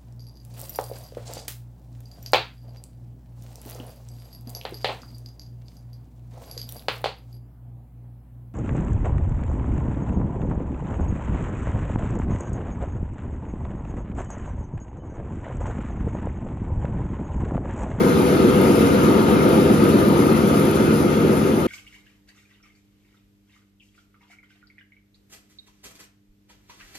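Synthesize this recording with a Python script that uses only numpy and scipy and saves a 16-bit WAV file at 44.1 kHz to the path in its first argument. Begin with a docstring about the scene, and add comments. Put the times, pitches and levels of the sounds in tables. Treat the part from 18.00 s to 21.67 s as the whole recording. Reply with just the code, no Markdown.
"""Dull knocks repeat every turn of a shaft over a roar: a paper converting machine in a factory hall, gaining speed.
Blows ring the steel frame's modes with a very short thump; unbalance adds sines at shaft and roller orders; the roar
of rollers and motors is resonant noise; the rushing web hisses, its treble flickering, and ticks in bright bursts.
Two hand-held microphone ports hear it with different phase and shading by frequency."""
import sys
import numpy as np
from scipy import signal
from scipy.fft import rfft, irfft
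from scipy.io import wavfile
from scipy.ndimage import uniform_filter1d

SR = 44100
rng = np.random.default_rng(int(sys.argv[2]) if len(sys.argv) > 2 else 0)


def wav_record(signal):
    """Record a signal, one row per channel, as 16-bit PCM in the file named by sys.argv[1]."""
    frames = np.transpose(np.atleast_2d(signal))
    bounded = np.clip(frames, -1, 1)
    # unit amplitude maps onto the largest positive 16-bit level
    quanta = np.round(bounded * 32767).astype(np.int16)
    wavfile.write(sys.argv[1], SR, quanta)


N = 161847

# shaft speed: time_s, speed_turns_per_s
SHAFT_SPEED = [(0, 7.77), (.3, 7.83), (.6, 7.922), (.9, 7.943), (1.3, 8.033), (1.85, 8.153), (2.7, 8.162),
               (3.0, 8.119), (3.3, 8.154), (3.67, 8.143)]
# relative levels over time, knocks, roar, treble and whirr shifting as the hand-held ports drift, the passing
# tones swelling and fading: time_s, knocks_db, roar_db, passing_tones_db, treble_db, whirr_db
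DRIFT_LEVELS = [(0, -2.5, 2, 0, 0, 0), (.4, -1, 1.5, 1, 1.5, 0.5), (.8, 1, 2, -2.5, 2, 1),
                (1.2, -1.5, 2.5, -13, 0, 1.5), (1.5, 0, 2.5, -1, 1.5, 1), (1.9, 1, 0, -11, -0.5, 0.5),
                (2.4, -0.5, 1, -6.5, 1, -.5), (2.8, 0, -1.5, -11, 1, -0.5),
                (3.2, -1.5, -2.5, -12.5, -2, -1.5), (3.67, -3, -2.5, -8.5, -2.5, -3)]
KNOCKS_COL, ROAR_COL, PASSING_COL, TREBLE_COL, WHIRR_COL = 1, 2, 3, 4, 5
# spectrum shape of roar and hiss: freq_hz, relative_density_db
ROAR_SPECTRUM = [(20, -56), (38, -60), (55, -54), (66, -38), (100, -50.5), (150, -36.5), (230, -34),
                 (400, -35.5), (520, -39.5), (600, -41), (800, -45), (1080, -50.5), (1600, -50.5),
                 (1950, -54.5), (2800, -53.5), (3500, -56.5), (5000, -61), (6500, -64.5), (8000, -69.5),
                 (9300, -59.5), (11000, -66.5), (13000, -69.5), (15800, -78)]
# roller and panel resonances excited by the roar: freq_hz, width_hz, rise_db
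ROLLER_RESONANCES = [(198.6, 11, 6), (269, 46, 4), (347, 53, 3.5), (388.4, 11, 7.5), (501, 27, 5),
                     (678, 20, 4.5), (911, 88, 8.5), (1220, 28, 13.5), (1260, 64, 9.5), (1360, 140, 7.5),
                     (2098, 53, 6.5), (2520, 110, 1.5)]
# larger ticks of the web: time_s, relative_level_db
WEB_TICKS = [(0.2932, -38), (0.6115, -28), (0.7532, -30), (1.0311, -29), (1.2256, -30), (1.488, -27),
             (1.8372, -27), (1.888, -25.5), (1.937, -32), (2.0818, -29), (2.3276, -33), (2.4713, -29),
             (2.593, -29), (2.6514, -29), (2.7087, -27), (2.9392, -31), (3.3338, -33)]
# shaft orders that crest together once a turn: multiple, nominal_rms_db
THROB_ORDERS = [(8, -34.5), (9, -35.5), (24, -36.5)]
# shaft orders with free phases: multiple, nominal_rms_db
FREE_SHAFT_ORDERS = [(11, -33.5), (13, -39.5), (15, -57), (17, -39), (64, -35)]
# shaft orders that come and go with the passing-tones level: multiple, nominal_rms_db
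PASSING_ORDERS = [(49, -27), (63, -26)]
# orders of the slower roller: multiple of its own speed, nominal_rms_db
SLOW_ROLLER_ORDERS = [(73, -30), (74, -35), (127, -33), (147, -35)]
# blows of one turn: place_turns, relative_level_db, direction (+1 or -1)
TURN_KNOCKS = [(0.002, -9.5, 1), (0.101, -4.6, -1), (0.17, -5.1, 1), (0.294, -12.4, 1), (0.438, -1.3, 1),
               (0.497, -8.7, 1), (0.557, -16.6, -1), (0.668, -3.9, -1), (0.817, -1.0, -1),
               (0.884, -11.3, -1), (0.898, 0.0, -1), (0.909, -4.1, -1)]
# frame modes, plus one very short broadband thump (last row): freq_hz, relative_level_db, t60_s
FRAME_MODES_AND_THUMP = [(154.4, -25.3, .5), (224.7, -17, .326), (285.3, -19.8, .117), (337.6, -15.2, .106),
                         (379.8, -17.5, .07), (467, -24, .4), (543, 9, .001)]
# left-right likeness of the noise by band, as encoded in the stereo sound: freq_hz, likeness (clipped to 0-1)
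NOISE_LIKENESS = [(60, 0.93), (200, 0.64), (400, 0.77), (800, .5), (1100, -0.15), (1600, .5), (2400, 0.6),
                  (2900, 0.2), (4500, 1.5), (5300, -0.17), (6500, -1.3), (7400, -0.06), (7800, 2),
                  (8800, 8), (10300, -8.5), (11100, 19), (13000, -0.5), (13800, 2), (14500, 3)]
# phase between the ports: freq_hz, left_lead_rad (negative: right leads)
PORT_LEAD = [(0, 0), (150, .15), (430, .45), (700, 1.3), (1000, 2.6), (1300, 3.6), (1600, 3.4), (1810, .6),
             (2100, -.4), (2900, 1.1), (4400, .8), (5000, .5), (5500, -1), (6500, -1.1), (7400, -2.4),
             (7750, -3.14), (8900, -3.2), (11050, -6.28), (13100, -6.3), (13700, -6.7), (14000, -9.1),
             (14500, -9.42)]
# shading between the ports: freq_hz, left_over_right_db
PORT_BALANCE = [(30, 0), (60, 1.4), (130, 1.3), (200, 1.6), (400, 0), (600, 2.2), (850, 8), (1150, 4),
                (1550, -.5), (1900, 6), (2400, 3), (3500, 8), (4800, 9), (6000, 3), (7700, 0), (15000, 0)]

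TURN_START_S = 2.091  # a turn begins here
TURNS_PER_ROLLER_TURN = 3
ROLLER_CREST_ROLLER_TURNS = .38  # where hiss and blows swell
ROAR_RMS_DB, PATCH_RMS_DB = -18, 1.5
WHIRR_EDGE_HZ, TREBLE_EDGE_HZ = 1070, 5650  # lower edges
FLICKER_RMS_DB, WEB_SWELL_DB = 1.38, .45
TICK_BAND_HZ, TICK_T60_S, TICK_RISE_S = (7500, 12500), .035, .0026
SMALL_TICKS_PER_S, SMALL_TICK_FLOOR_DB, SMALL_TICK_MEAN_EXCESS_DB = 150, -52, 1.1
WAVER_RMS_TURNS = .003
THROB_CREST_TURNS, ROLLER_HUM_CREST_ROLLER_TURNS = .58, .3
KNOCK_SPREAD_DB, KNOCK_SPREAD_S, KNOCK_SURGE_DB = 1.2, .0002, .5
BLOW_CUT_HZ = 650  # soft blows excite nothing higher
FRAME_LOW_CUT_HZ = 114  # the frame radiates no deep bass
MIC_LOW_CUT_HZ, MIC_TOP_HZ, CEILING = 73, 15800, .9


def amp(db):
    """Decibels to gain."""
    return 10 ** (np.asarray(db) / 20)


def read(points, hz):
    """Table value at a frequency, interpolated on a log axis."""
    table_hz, value = np.transpose(points)
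    return np.interp(np.log(hz + 1), np.log(table_hz + 1), value)


def drift_level_db(column):
    """One column of the drift table, per sample."""
    table = np.transpose(DRIFT_LEVELS)
    return np.interp(np.arange(N) / SR, table[0], table[column])


def evened(x):
    """Scaled to rms 1."""
    return x / np.sqrt(np.mean(x ** 2))


def smooth_noise(first_size, second_size):
    """Slow random curve of rms 1: white noise through two moving averages."""
    once = uniform_filter1d(rng.standard_normal(N), size=first_size)
    return evened(uniform_filter1d(once, size=second_size))


def butter(order, hz, kind, x, run=signal.sosfilt):
    """Butterworth filtering."""
    return run(signal.butter(order, hz, kind, fs=SR, output="sos"), x)


def shaft_turns():
    """Shaft angle in turns: the running integral of speed."""
    turns = np.cumsum(np.interp(np.arange(N) / SR, *np.transpose(SHAFT_SPEED))) / SR
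    return turns - turns[round(TURN_START_S * SR)]


def roller_swell(turns):
    """Cosine of the slower roller's angle, one crest per roller turn."""
    return np.cos(2 * np.pi * (turns / TURNS_PER_ROLLER_TURN - ROLLER_CREST_ROLLER_TURNS))


def roar(turns):
    """Two independent draws of resonant noise; the treble flickers and swells once per roller turn."""
    frames, hz = N // 512 + 5, np.fft.rfftfreq(2048, 1 / SR)[:, None]
    real_1, imag_1, real_2, imag_2, patches = rng.standard_normal((frames, 1025, 5)).T
    bins = np.array([real_1 + 1j * imag_1, real_2 + 1j * imag_2])

    # resonances add power
    rises = sum((amp(2 * db) - 1) / (1 + (2 * (hz - f) / width) ** 2) for f, width, db in ROLLER_RESONANCES)
    # patches smoothed over frequency, then time
    patches = uniform_filter1d(uniform_filter1d(patches, size=15, axis=0), size=5, axis=1)
    field_db = read(ROAR_SPECTRUM, hz) + PATCH_RMS_DB * evened(patches)
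    bins = bins * np.sqrt(1 + rises) * amp(field_db)
    noise = signal.istft(bins, nperseg=2048, noverlap=1536)[1][:, :N]
    noise = amp(ROAR_RMS_DB) * evened(noise)

    hiss = butter(2, TREBLE_EDGE_HZ, "high", noise, signal.sosfiltfilt)
    whirr = butter(2, WHIRR_EDGE_HZ, "high", noise - hiss, signal.sosfiltfilt)
    body = noise - hiss - whirr
    flicker_db = FLICKER_RMS_DB * smooth_noise(1500, 800)
    hiss_db = drift_level_db(TREBLE_COL) + flicker_db + WEB_SWELL_DB * roller_swell(turns)
    return body * amp(drift_level_db(ROAR_COL)) + whirr * amp(drift_level_db(WHIRR_COL)) + hiss * amp(hiss_db)


def web_ticks():
    """Short decaying bursts of band-passed noise: larger ones listed, small ones at random."""
    small_db = SMALL_TICK_FLOOR_DB + rng.exponential(SMALL_TICK_MEAN_EXCESS_DB, N)
    snaps = amp(small_db) * (rng.random(N) < SMALL_TICKS_PER_S / SR)
    for time_s, db in WEB_TICKS:
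        snaps[round(time_s * SR)] += amp(db)
    t = np.arange(2000) / SR
    burst = amp(-60 * t / TICK_T60_S) * np.minimum(t / TICK_RISE_S, 1) ** 2
    hiss = butter(4, TICK_BAND_HZ, "band", rng.standard_normal(N))
    return signal.oaconvolve(snaps, burst)[:N] * evened(hiss)


def tones(table, turns, phases_turns):
    """Sines at whole multiples of a turning speed."""
    return sum(amp(db) * np.sqrt(2) * np.cos(2 * np.pi * (round(order) * turns + phase))
               for (order, db), phase in zip(table, phases_turns))


def unbalance(turns):
    """Tones locked to the wavering angles of the shaft and the slower roller."""
    phases, aligned = rng.random(8), np.zeros(8)
    turns = turns + WAVER_RMS_TURNS * smooth_noise(6000, 4000)
    throb = tones(THROB_ORDERS, turns - THROB_CREST_TURNS, aligned)
    free = tones(FREE_SHAFT_ORDERS, turns, phases)
    roller_angle = turns / TURNS_PER_ROLLER_TURN - ROLLER_HUM_CREST_ROLLER_TURNS
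    roller_hum = tones(SLOW_ROLLER_ORDERS, roller_angle, aligned)
    passing = tones(PASSING_ORDERS, turns, phases)
    steady = throb + free + roller_hum
    return steady * amp(drift_level_db(KNOCKS_COL)) + passing * amp(drift_level_db(PASSING_COL))


def knocks(turns):
    """Slightly uneven blows, the same each turn, excite ringing modes and a short thump; the slower roller surges them."""
    place, db, direction = np.transpose(TURN_KNOCKS)
    whole_turns = np.arange(-20, 16)[:, None]
    shape = len(whole_turns), len(place)
    # one second of lead-in, so earlier blows still ring at the start
    known_turns = np.r_[turns[0] - SHAFT_SPEED[0][1], turns]
    known_samples = np.r_[-SR, np.arange(N)]
    at = np.interp(whole_turns + place, known_turns, known_samples)
    at = at + SR * (1 + KNOCK_SPREAD_S * rng.standard_normal(shape))
    strength = direction * amp(db + KNOCK_SPREAD_DB * rng.standard_normal(shape))
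    blows = np.bincount(np.clip(at, 0, N + 2 * SR).astype(int).ravel(), strength.ravel())
    blows = butter(4, BLOW_CUT_HZ, "low", blows, signal.sosfiltfilt)

    t = np.arange(SR // 2) / SR
    response = sum(amp(row_db - 60 * t / t60) * np.sin(2 * np.pi * hz * t)
                   for hz, row_db, t60 in FRAME_MODES_AND_THUMP)
    response = butter(4, FRAME_LOW_CUT_HZ, "high", response)
    surge_db = KNOCK_SURGE_DB * roller_swell(turns)
    return signal.fftconvolve(blows, response)[SR:SR + N] * amp(drift_level_db(KNOCKS_COL) + surge_db)


def scene():
    """Left hears the machine; right hears it phase-shifted and shaded by frequency, its noise partly independent."""
    turns = shaft_turns()
    near, independent = roar(turns)
    near = near + web_ticks()
    locked = unbalance(turns) + knocks(turns)
    ends = np.clip(np.minimum(np.arange(N), N - np.arange(N)) / (.004 * SR), 0, 1)  # 4 ms fades
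    near, independent, locked = near * ends, independent * ends, locked * ends

    hz = np.fft.rfftfreq(N, 1 / SR)
    likeness = np.clip(read(NOISE_LIKENESS, hz), 0, 1)
    phase_shifted = np.exp(-1j * read(PORT_LEAD, hz)) * (likeness * rfft(near) + rfft(locked))
    right = phase_shifted + np.sqrt(1 - likeness ** 2) * rfft(independent)
    right = right / amp(read(PORT_BALANCE, hz))
    return np.array([near + locked, irfft(right, N)])


def record(dry):
    """Microphone drops the deep bass, the input stage rounds peaks above a knee, then a low-pass limits the band."""
    thin = butter(2, MIC_LOW_CUT_HZ, "high", dry)
    knee = CEILING * 2 / 3
    room = CEILING - knee
    rounded = np.sign(thin) * (knee + room * np.tanh((abs(thin) - knee) / room))
    thin = np.where(abs(thin) < knee, thin, rounded)
    low_pass = signal.firwin(511, MIC_TOP_HZ, window=("kaiser", 9), fs=SR)
    return signal.oaconvolve(thin, low_pass[None], "same")


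dry = scene()
out = record(dry)
wav_record(out)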